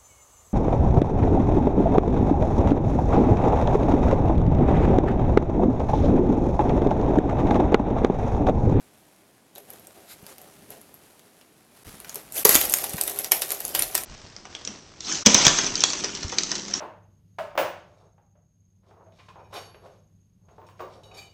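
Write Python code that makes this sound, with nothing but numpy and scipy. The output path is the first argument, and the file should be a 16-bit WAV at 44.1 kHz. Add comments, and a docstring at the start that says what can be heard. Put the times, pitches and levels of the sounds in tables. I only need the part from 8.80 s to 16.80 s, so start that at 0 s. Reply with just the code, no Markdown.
"""Paws and fur rustle in a padded bed on carpet, with light taps of claws and toy: a puppy scuffles about.
It then flings a rope toy into vertical plastic blinds, which crash, slide over each other and clack.
The bed tips and thumps back; then the throw is heard again at half speed, an octave lower.
Rubbing is noise cut into tiny contacts, clacks are decaying noise with resonances, thumps damped sines."""
import sys
import numpy as np
from scipy import signal
from scipy.fft import rfft, irfft
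from scipy.io import wavfile
from scipy.ndimage import uniform_filter1d, map_coordinates

SR = 44100
rng = np.random.default_rng(int(sys.argv[2]) if len(sys.argv) > 2 else 0)


def generate_wav(signal):
    """Clip the signal to [-1, 1] and save it as 16-bit WAV at the path in sys.argv[1]."""
    frames = np.transpose(np.atleast_2d(signal))
    scaled = np.clip(frames, -1, 1) * 32767
    pcm = np.round(scaled).astype(np.int16)
    wavfile.write(sys.argv[1], SR, pcm)


N = 352800
TIME = np.arange(N) / SR

# slats striking the toy and each other, levels before the trims in clacks(): (time [s], crack level [dB],
# slat flex level [dB], middle over treble [dB], ring frequency [Hz], ring height [dB])
SLAT_CLACKS = [(3.6504, -9, -11, -13, 6910, 6.5), (3.6523, -8, -14, -7.5, 950, 12.5),
               (3.655, -4, -31, -11.5, 12560, -7.5), (3.6922, -4, -30.5, -25, 11700, 7.5),
               (3.7455, -19, -11.5, -10, 7400, -3.5), (3.7532, -2, -17.5, -6, 6700, 9),
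               (3.76, -6.5, -19.5, -11.5, 3470, 20), (3.813, -22, -20, -8.5, 12780, 3.5),
               (3.8974, -20, -27.5, -19, 9400, 7.5), (3.9226, -24, -25.5, -17.5, 10630, 13),
               (3.9386, -2, -21.5, -11.5, 6620, 15), (3.971, -21, -35, -17.5, 12430, -8),
               (4.0416, -24, -25.5, -5.5, 11400, 8.5), (4.095, -24.5, -35, -22.5, 10900, 14.5),
               (4.182, -33.5, -31.5, -0.5, 1500, 3.5), (4.2121, -11.5, -23.5, -8, 8650, 15),
               (4.237, -21, -42, -25, 13490, 8), (4.2778, -25, -25.5, -5.5, 10400, 12),
               (4.2965, -25.5, -27, -12.5, 8800, 6.5), (4.3888, -24, -27, -8, 11400, 14),
               (4.445, -20.5, -29.5, -2.5, 5160, 9), (4.519, -6, -14.5, -6, 2590, 8.5),
               (4.567, -31, -30, -6.5, 3310, 7), (4.6195, -21, -19, -7, 3790, 8),
               (4.7056, -22, -34.5, -2, 2300, 8), (4.718, -26, -21, -14, 13200, 11.5),
               (4.8042, -27, -38, -11.5, 11600, 10.5), (4.8511, -24, -30, -11, 10720, 13),
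               (4.9499, -14, -17, -9.5, 3140, 7.5), (4.9919, -24, -19, -4, 9600, 17),
               (5.0227, -13.5, -25.5, -9, 12300, 10), (5.033, -21, -36.5, -1, 4260, 9.5),
               (5.1519, -10.5, -17.5, -7.5, 8320, 9), (5.178, -22, -26, -5, 5250, 7),
               (5.2358, -22, -42.5, -3, 11100, 21)]
# how hard the slats rub as the toy drives in and they swing, part and close again: (time [s], level [dB])
SLAT_SWAY = [(3.655, -29), (3.70, -22), (3.735, -22), (3.80, -28.5), (3.88, -33.5), (4.13, -39.5),
             (4.47, -41), (4.51, -65), (4.55, -41), (4.82, -43), (5.0, -40.5), (5.25, -44.5)]
# relative spectrum of a slat's thin edge: (frequency [Hz], level per Hz [dB])
SLAT_EDGE = [(2500, -38), (5000, -14), (7000, -7.5), (9000, -7), (10500, -2.5), (11500, -.5), (12400, 0),
             (13500, -6.5), (15500, -14), (17000, -23)]
# relative spectrum of a slat's broad face: (frequency [Hz], level per Hz [dB])
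SLAT_FACE = [(200, -25), (500, -4.5), (900, -2.5), (1500, -4), (2500, -2), (4000, -3.5), (6000, -3.5),
             (8500, -12.5), (14000, -41)]
# relative spectrum of a hollow body, for bed padding and blinds: (frequency [Hz], level per Hz [dB])
HOLLOW_BODY = [(200, -28.5), (330, -2.5), (385, -3.5), (410, 2.5), (445, -8.5), (510, -2.5), (620, -1.5),
               (780, -2), (950, -19.5), (1600, -26), (4000, -51)]


def amp(db):
    """Decibels to gain."""
    return 10 ** (np.asarray(db) / 20)


def unit(x):
    """Scale to rms 1."""
    return x / np.sqrt(np.mean(x ** 2) + 1e-20)


def along(points, hz):
    """Read (Hz, value) points on a log frequency axis."""
    f, v = np.transpose(points)
    return np.interp(np.log(hz + 1), np.log(f), v)


def levels(rows, fade=.006):
    """One gain per sample for each dB column, fading out (in seconds) beyond the table's ends."""
    s, *columns = np.transpose(rows)
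    outside = np.maximum(np.maximum(s[0] - TIME, TIME - s[-1]), 0)
    return [amp(np.interp(TIME, s, db)) * np.exp(-outside / fade) for db in columns]


def wobble(rate):
    """A smooth random curve, rate knots a second."""
    knots = rng.standard_normal(int(N * rate / SR) + 4)
    return map_coordinates(knots, [TIME * rate])


def swell(s, rise, fall):
    """A smooth rise to 1 at time s and a smooth fall, all in seconds."""
    out = np.zeros(N)
    near = slice(*np.searchsorted(TIME, [s - 4 * rise, s + 4 * fall]))
    t = TIME[near] - s
    out[near] = np.exp(-(t / np.where(t < 0, rise, fall)) ** 2)
    return out


def add(track, s, sound):
    """Mix a sound in at time s."""
    part = track[max(round(s * SR), 0):][:len(sound)]
    part += sound[:len(part)]


def colour(x, spectrum, size=4096):
    """Causal filter of unit energy with the given spectrum."""
    cepstrum = irfft(np.log(amp(along(spectrum, np.fft.rfftfreq(size, 1 / SR)))))
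    # folding the cepstrum forward puts the energy at the start (minimum phase)
    cepstrum[1:size // 2] *= 2
    cepstrum[size // 2 + 1:] = 0
    kernel = irfft(np.exp(rfft(cepstrum)))
    return signal.fftconvolve(x, kernel / np.linalg.norm(kernel))[:N]


def low_cut(x, hz):
    """Take away the deep bass."""
    return signal.sosfilt(signal.butter(2, hz, "high", fs=SR, output="sos"), x)


def ticks(rate, spread_db, life, rub):
    """Envelope of rms 1: rate contacts a second of random size, each dying in life s, over steady rubbing."""
    sizes = amp(spread_db * np.minimum(rng.standard_normal(N), 2))
    contact = sizes * (rng.random(N) < rate / SR)
    power = signal.lfilter([1], [1, -np.exp(-2 / (life * SR))], contact ** 2)
    return unit(np.sqrt(power / power.mean() + rub))


def grains(envelope, spectrum):
    """Noise cut up by an envelope and coloured by what it shakes."""
    return unit(colour(envelope * rng.standard_normal(N), spectrum))


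def room_air(level_db=-62):
    """Faint steady noise of the room."""
    # relative spectrum of the noise: (frequency [Hz], level per Hz [dB])
    air_spectrum = [(24, -49), (40, -28), (166, -7), (188, -4), (333, -7), (577, -11.5), (1050, -14.5),
                    (1130, -17), (4570, -24), (10100, -27), (15500, -39.5)]
    return amp(level_db) * grains(1, air_spectrum)


def bed_note(rub, hz=410, width_hz=16, ring_db=-8):
    """Rubbing excites the bed's one hollow resonance."""
    b, a = signal.iirpeak(hz, hz / width_hz, SR)
    # the narrow band passes little noise power, so make it up
    gain = amp(ring_db) * np.sqrt(SR / (np.pi * width_hz))
    return gain * signal.lfilter(b, a, rub * rng.standard_normal(N))


def snuffle(level_db=-44.5):
    """One puff of the puppy's nose at the toy: a short swell of coloured noise."""
    # relative spectrum of the puff: (frequency [Hz], level per Hz [dB])
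    nose_spectrum = [(400, -34), (1100, -9), (1400, -3), (1700, -8), (2150, -1), (2850, -12.5),
                     (3950, -1.5), (5800, -11), (7400, -6), (8800, -10), (12300, -1), (15500, -29)]
    return amp(level_db) * swell(1.322, rise=0.037, fall=0.023) * grains(1, nose_spectrum)


def puppy(padding_db=-3, cloth_db=2.0, shuffle_db=-1, shuffle_low_hz=85):
    """Paws and fur rub the fabric, the bed shifts and rocks on the carpet, the nose puffs at the toy."""
    # how busily the puppy moves, before the trims above: (time [s], level [dB])
    activity_rows = [(0.0, -61), (0.68, -67.5), (0.9, -58), (1.7, -57.5), (2.3, -60.5), (2.85, -65),
                     (3.2, -55), (5.25, -59.5)]
    # strokes of paws and fur over the bed:
    # (time of peak [s], length [s], padding level [dB], fur and cloth level [dB])
    stroke_rows = [(0.779, 0.046, -47.5, -52), (0.928, 0.13, -52.5, -55), (1.09, 0.052, -53.5, -72),
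                   (1.174, 0.049, -52, -60), (1.22, 0.055, -55, -73), (1.502, 0.072, -54, -49),
                   (1.635, 0.13, -53.5, -59), (1.924, 0.073, -50.5, -49.5), (1.972, 0.036, -51.5, -57),
                   (2.986, 0.09, -69, -57.5), (3.1, 0.13, -67, -47.5), (3.31, 0.13, -73, -48),
                   (3.372, 0.074, -48, -46)]
    # the bed rocks on the carpet as the puppy rears and leans over its rim: (time [s], level [dB])
    rocking_rows = [(3.07, -46), (3.25, -70.5), (3.63, -57), (3.79, -42), (3.9, -48), (4.25, -54),
                    (4.85, -60.5), (4.98, -47.5), (5.25, -57.5)]
    # relative spectrum of fur and cloth: (frequency [Hz], level per Hz [dB])
    cloth_spectrum = [(300, -14), (900, 2), (2000, -0.5), (4500, -4), (8000, -4), (10000, -1.5),
                      (11800, -0.5), (13500, -7.5), (16000, -14)]
    # relative spectrum of the bed moving on the carpet: (frequency [Hz], level per Hz [dB])
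    low_spectrum = [(15, -54.5), (35, 3), (70, -2.5), (110, -0.5), (160, -1.5), (260, -1.5), (400, -8.5),
                    (900, -40)]
    press_share = 0.41  # share of a stroke spent pressing down

    activity, = levels(activity_rows)
    rocking, = levels(rocking_rows)
    padding = amp(padding_db) * activity
    cloth = amp(cloth_db) * activity
    for s, length, press_db, rub_db in stroke_rows:
        stroke = swell(s, press_share * length, (1 - press_share) * length)
        padding = np.hypot(padding, amp(press_db) * stroke)
        cloth = np.hypot(cloth, amp(rub_db) * stroke)

    fibres = ticks(rate=600, spread_db=4, life=.001, rub=1.5)
    rustle = amp(0.68 * wobble(25)) * cloth * grains(fibres, cloth_spectrum)
    uneven_drag = low_cut(grains(amp(2.1 * wobble(6)), low_spectrum), shuffle_low_hz)
    shuffle = amp(shuffle_db) * activity * uneven_drag
    rock = rocking * grains(amp(2.1 * wobble(18)), low_spectrum)
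    bed = padding * grains(fibres, HOLLOW_BODY) + shuffle + rock
    return rustle + bed + bed_note(padding) + snuffle()


def contacts(count=42, per_s=26, crack_db=7.5, middle_db=-7, ring_db=7, scatter_db=5.0):
    """Taps, clacks and stray brushes of swaying slats, all in the columns of SLAT_CLACKS."""
    # light taps of claws and toy, before the trims in clacks():
    # (time [s], crack level [dB], middle over treble [dB], ring frequency [Hz], ring height [dB])
    tap_rows = [(0.7528, -43, -8, 12500, 10), (0.7585, -40, 1, 3800, 18), (0.7822, -39, -1, 11600, 14),
                (0.9038, -39, -14, 11600, 6), (0.9347, -41, -10, 10000, 2), (0.9957, -47, -22, 11800, 14),
                (1.0708, -42, -12, 7940, 13), (1.4257, -50, -14, 11760, 14), (1.4655, -37, 0, 11000, 9),
                (1.5823, -38.5, -7, 11900, 5), (1.616, -43, -10, 11800, 16), (1.9045, -40, -26, 11800, 10),
                (2.0143, -44, -14, 10980, 10), (2.142, -44.5, -17, 11500, 15), (2.3942, -47, -3, 1590, 2),
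                (2.6123, -48.5, 5, 2860, 12), (3.202, -37, -1, 9620, 14), (3.2465, -37.5, 4, 1690, 7.5),
                (3.295, -29.5, -7.5, 6400, 16), (3.345, -28.5, -25.5, 13940, 16.5),
                (3.357, -27, -7.5, 11500, 8.5), (3.5228, -30, -13.5, 8230, 15),
                (3.582, -24, -21, 14000, 16)]
    tap_flex_db = -8.5  # relative to the crack
    taps = [(s, db, db + tap_flex_db, *tone) for s, db, *tone in tap_rows]

    # one brush at a random moment of each time slot, as strong as the sway give or take the scatter
    when, sway_db = np.transpose(SLAT_SWAY)
    jitter, spot, force = rng.random((count, 3)).T
    times = when[0] + (np.arange(count) + jitter) / per_s
    strengths = np.interp(times, when, sway_db) + scatter_db * (2 * force - 1)
    spots_hz = 1200 * 10 ** spot
    brushes = [(s, db + crack_db, db, middle_db, hz, ring_db)
               for s, db, hz in zip(times, strengths, spots_hz)]
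    return taps + SLAT_CLACKS + brushes


def clacks(crack_t60=0.0046, edge_t60=.024, face_t60=0.071, flex_db=3, crack_db=5.5, face_db=-1.5,
           ring_width_hz=550):
    """Each contact is a sharp crack, then the slat flexes; the spot struck sets its own resonances."""
    edge, face = np.zeros(N), np.zeros(N)
    t = np.arange(4096) / SR
    hz = np.fft.rfftfreq(len(t), 1 / SR)
    knots_hz = np.arange(0, SR, 300)
    for s, crack, flex, middle, ring_hz, ring_db in contacts():
        minor_modes_db = 3.5 * np.interp(hz, knots_hz, rng.standard_normal(len(knots_hz)))
        main_mode_db = ring_db / (1 + ((hz - ring_hz) / ring_width_hz) ** 2)
        spot = amp(minor_modes_db + main_mode_db)
        sharp_crack = amp(crack + crack_db - 60 * t / crack_t60)
        # the broad face of a slat rings longer than its thin edge
        for track, share, t60 in (edge, 1, edge_t60), (face, amp(middle), face_t60):
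            shake = unit(irfft(spot * np.exp(2j * np.pi * rng.random(len(hz)))))
            slat_flex = amp(flex + flex_db - 60 * t / t60) * (1 - np.exp(-t / 0.00046))
            balance = share / np.hypot(1, amp(middle))
            add(track, s, (sharp_crack + slat_flex) * shake * balance)
    return colour(edge, SLAT_EDGE) + amp(face_db) * colour(face, SLAT_FACE)


def ring(modes, t, rise=1e-4):
    """Damped resonances struck once, with a peak of 1."""
    wave = sum(amp(db) * np.sin(2 * np.pi * hz * t) * np.exp(-np.pi * width * t) for hz, width, db in modes)
    wave = wave * (1 - np.exp(-t / rise))
    return wave / np.abs(wave).max()


def thumps(thud_db=1, slap_db=6, thud_width_hz=70, low_hz=45):
    """Soft blows: a dull thud, and a hollow slap where the toy meets the slats."""
    # blows of toy, paws and bed, before the trims above:
    # (time [s], peak level [dB], hollow slap over thud [dB], thud frequency [Hz])
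    blow_rows = [(1.429, -39, -27, 196), (3.076, -38.5, -13, 100), (3.14, -40.5, -12.5, 200),
                 (3.365, -49, 4, 201), (3.652, -23.5, 12, 240), (3.693, -27, -1, 260),
                 (3.753, -16, -22.5, 282), (4.143, -24, -23, 157.7)]
    # resonances of the slap: (frequency [Hz], width [Hz], relative level [dB])
    slap_modes = [(440, 85, 0), (829, 160, -7), (1180, 130, -7)]
    out = np.zeros(N)
    t = np.arange(SR // 5) / SR
    # the soft toy takes a moment to press home
    hollow_slap = ring(slap_modes, t, rise=0.0029)
    for s, db, slap, thud_hz in blow_rows:
        thud = ring([(thud_hz, thud_width_hz, 0)], t)
        add(out, s, amp(db + thud_db) * thud + amp(db + slap + slap_db) * hollow_slap)
    # such small bodies radiate little deep bass
    return low_cut(out, low_hz)


def chatter(stir_db=-7.5, rise_s=0.0051, t60_s=0.15, lead_s=0.0073):
    """Strength of the rattle: the sway of the blinds plus the neighbours each clack stirs up."""
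    sway, = levels(SLAT_SWAY, fade=0.0034)
    power = sway ** 2
    t = np.arange(SR // 2) / SR
    stir = (1 - np.exp(-t / rise_s)) * amp(stir_db - 60 * t / t60_s)
    for s, _, flex, *_ in SLAT_CLACKS:
        # the slats graze just before they clack
        add(power, s - lead_s, (amp(flex) * stir) ** 2)
    return np.sqrt(power)


def patchy(x, depth_db=3.5):
    """From moment to moment other slats touch, each with resonances of its own."""
    z = signal.stft(x, nperseg=256)[2]
    # random gains, smoothed over neighbouring frequencies and then over time
    field = uniform_filter1d(rng.standard_normal(z.shape), size=4, axis=0)
    field = uniform_filter1d(field, size=4, axis=1)
    return unit(signal.istft(z * amp(depth_db * unit(field)), nperseg=256)[1][:N])


def blinds(face_db=-5, body_db=-3, sweep_db=-2, sweep_face_db=-11, sweep_body_db=-17):
    """Slats slide and chatter: small contacts tick on their edges and clatter on their faces."""
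    rattle = chatter()
    # the hollow body swells less than the edges, about this level
    hollow_ref = amp(-45)
    body = hollow_ref * (rattle / hollow_ref) ** 0.57
    # the swung toy grazes the slats
    sweep = amp(-26.5) * swell(3.58, rise=0.034, fall=0.046)

    sharp = ticks(rate=650, spread_db=4.5, life=.0006, rub=.2)
    blunt = ticks(rate=500, spread_db=3.5, life=.0014, rub=.3)
    swish = ticks(rate=2500, spread_db=3, life=.0008, rub=.6)
    # pushed hard or dragged by the toy, many slats rub at once and the single ticks merge into a swish
    push = rattle + 10 * sweep
    crowd = push / (push + amp(-27))
    sharp = (1 - crowd) * sharp + crowd * swish
    blunt = (1 - crowd) * blunt + crowd * swish

    edge_level = rattle + amp(sweep_db) * sweep
    face_level = amp(face_db) * rattle + amp(sweep_face_db) * sweep
    body_level = amp(body_db) * body + amp(sweep_body_db) * sweep
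    bright = edge_level * patchy(grains(sharp, SLAT_EDGE))
    clatter = face_level * patchy(grains(sharp / 2 + blunt, SLAT_FACE))
    hollow = body_level * grains(blunt, HOLLOW_BODY)
    return bright + clatter + hollow


def room(x, build=0.00083, size=4410):
    """The short answer of a small carpeted room: decaying noise, drawn afresh every tenth of a second."""
    # decay of the room: (frequency [Hz], time to fall 60 dB [s])
    decay_rows = [(200, 0.16), (1000, 0.35), (5000, 0.19), (14000, 0.28)]
    out = np.zeros(N)
    for start in range(0, N, size):
        hz, t, z = signal.stft(rng.standard_normal(SR // 3), SR, nperseg=256)
        decay = amp(-60 * t / along(decay_rows, hz)[:, None])
        tail = signal.istft(z * decay * (1 - np.exp(-t / build)), SR, nperseg=256)[1]
        add(out, start / SR, signal.fftconvolve(x[start:start + size], tail / np.linalg.norm(tail)))
    return out


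def scene(room_db=-8):
    """Puppy, slats and blows over the faint room noise; slats and blows also sound in the room."""
    slats_and_blows = clacks() + thumps() + blinds()
    wet = amp(room_db) * room(slats_and_blows)
    return (puppy() + slats_and_blows + wet + room_air())[None]


def overload(x, top_hz):
    """Clip at full scale, then keep almost nothing above the band limit."""
    low_pass = 1 / (1 + (np.fft.rfftfreq(N, 1 / SR) / top_hz) ** 80)
    return irfft(rfft(np.clip(x, -1, 1)) * low_pass, N)


def record(dry):
    """Brief level dips, microphone overload on the crash, the half-speed replay and the band limit."""
    # the level dips briefly: (time [s], half width [s])
    dip_rows = [(3.041, 0.005), (3.642, 0.0064)]
    replay_at_s, replay_from_s = 5.25, 3.04475
    mic_top_hz, top_hz = 17000, 16200
    live = dry[0]
    for s, width in dip_rows:
        live = live * (1 - .97 * np.exp(-((TIME - s) / width) ** 4))
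    live = overload(live, mic_top_hz)
    # twice the samples at the same rate: half speed, an octave lower
    slow = signal.resample_poly(live[round(replay_from_s * SR):], 2, 1, window=("kaiser", 9))
    cut = round(replay_at_s * SR)
    return overload(np.concatenate([live[:cut], slow[:N - cut]]), top_hz)[None]


dry = scene()
out = record(dry)
generate_wav(out)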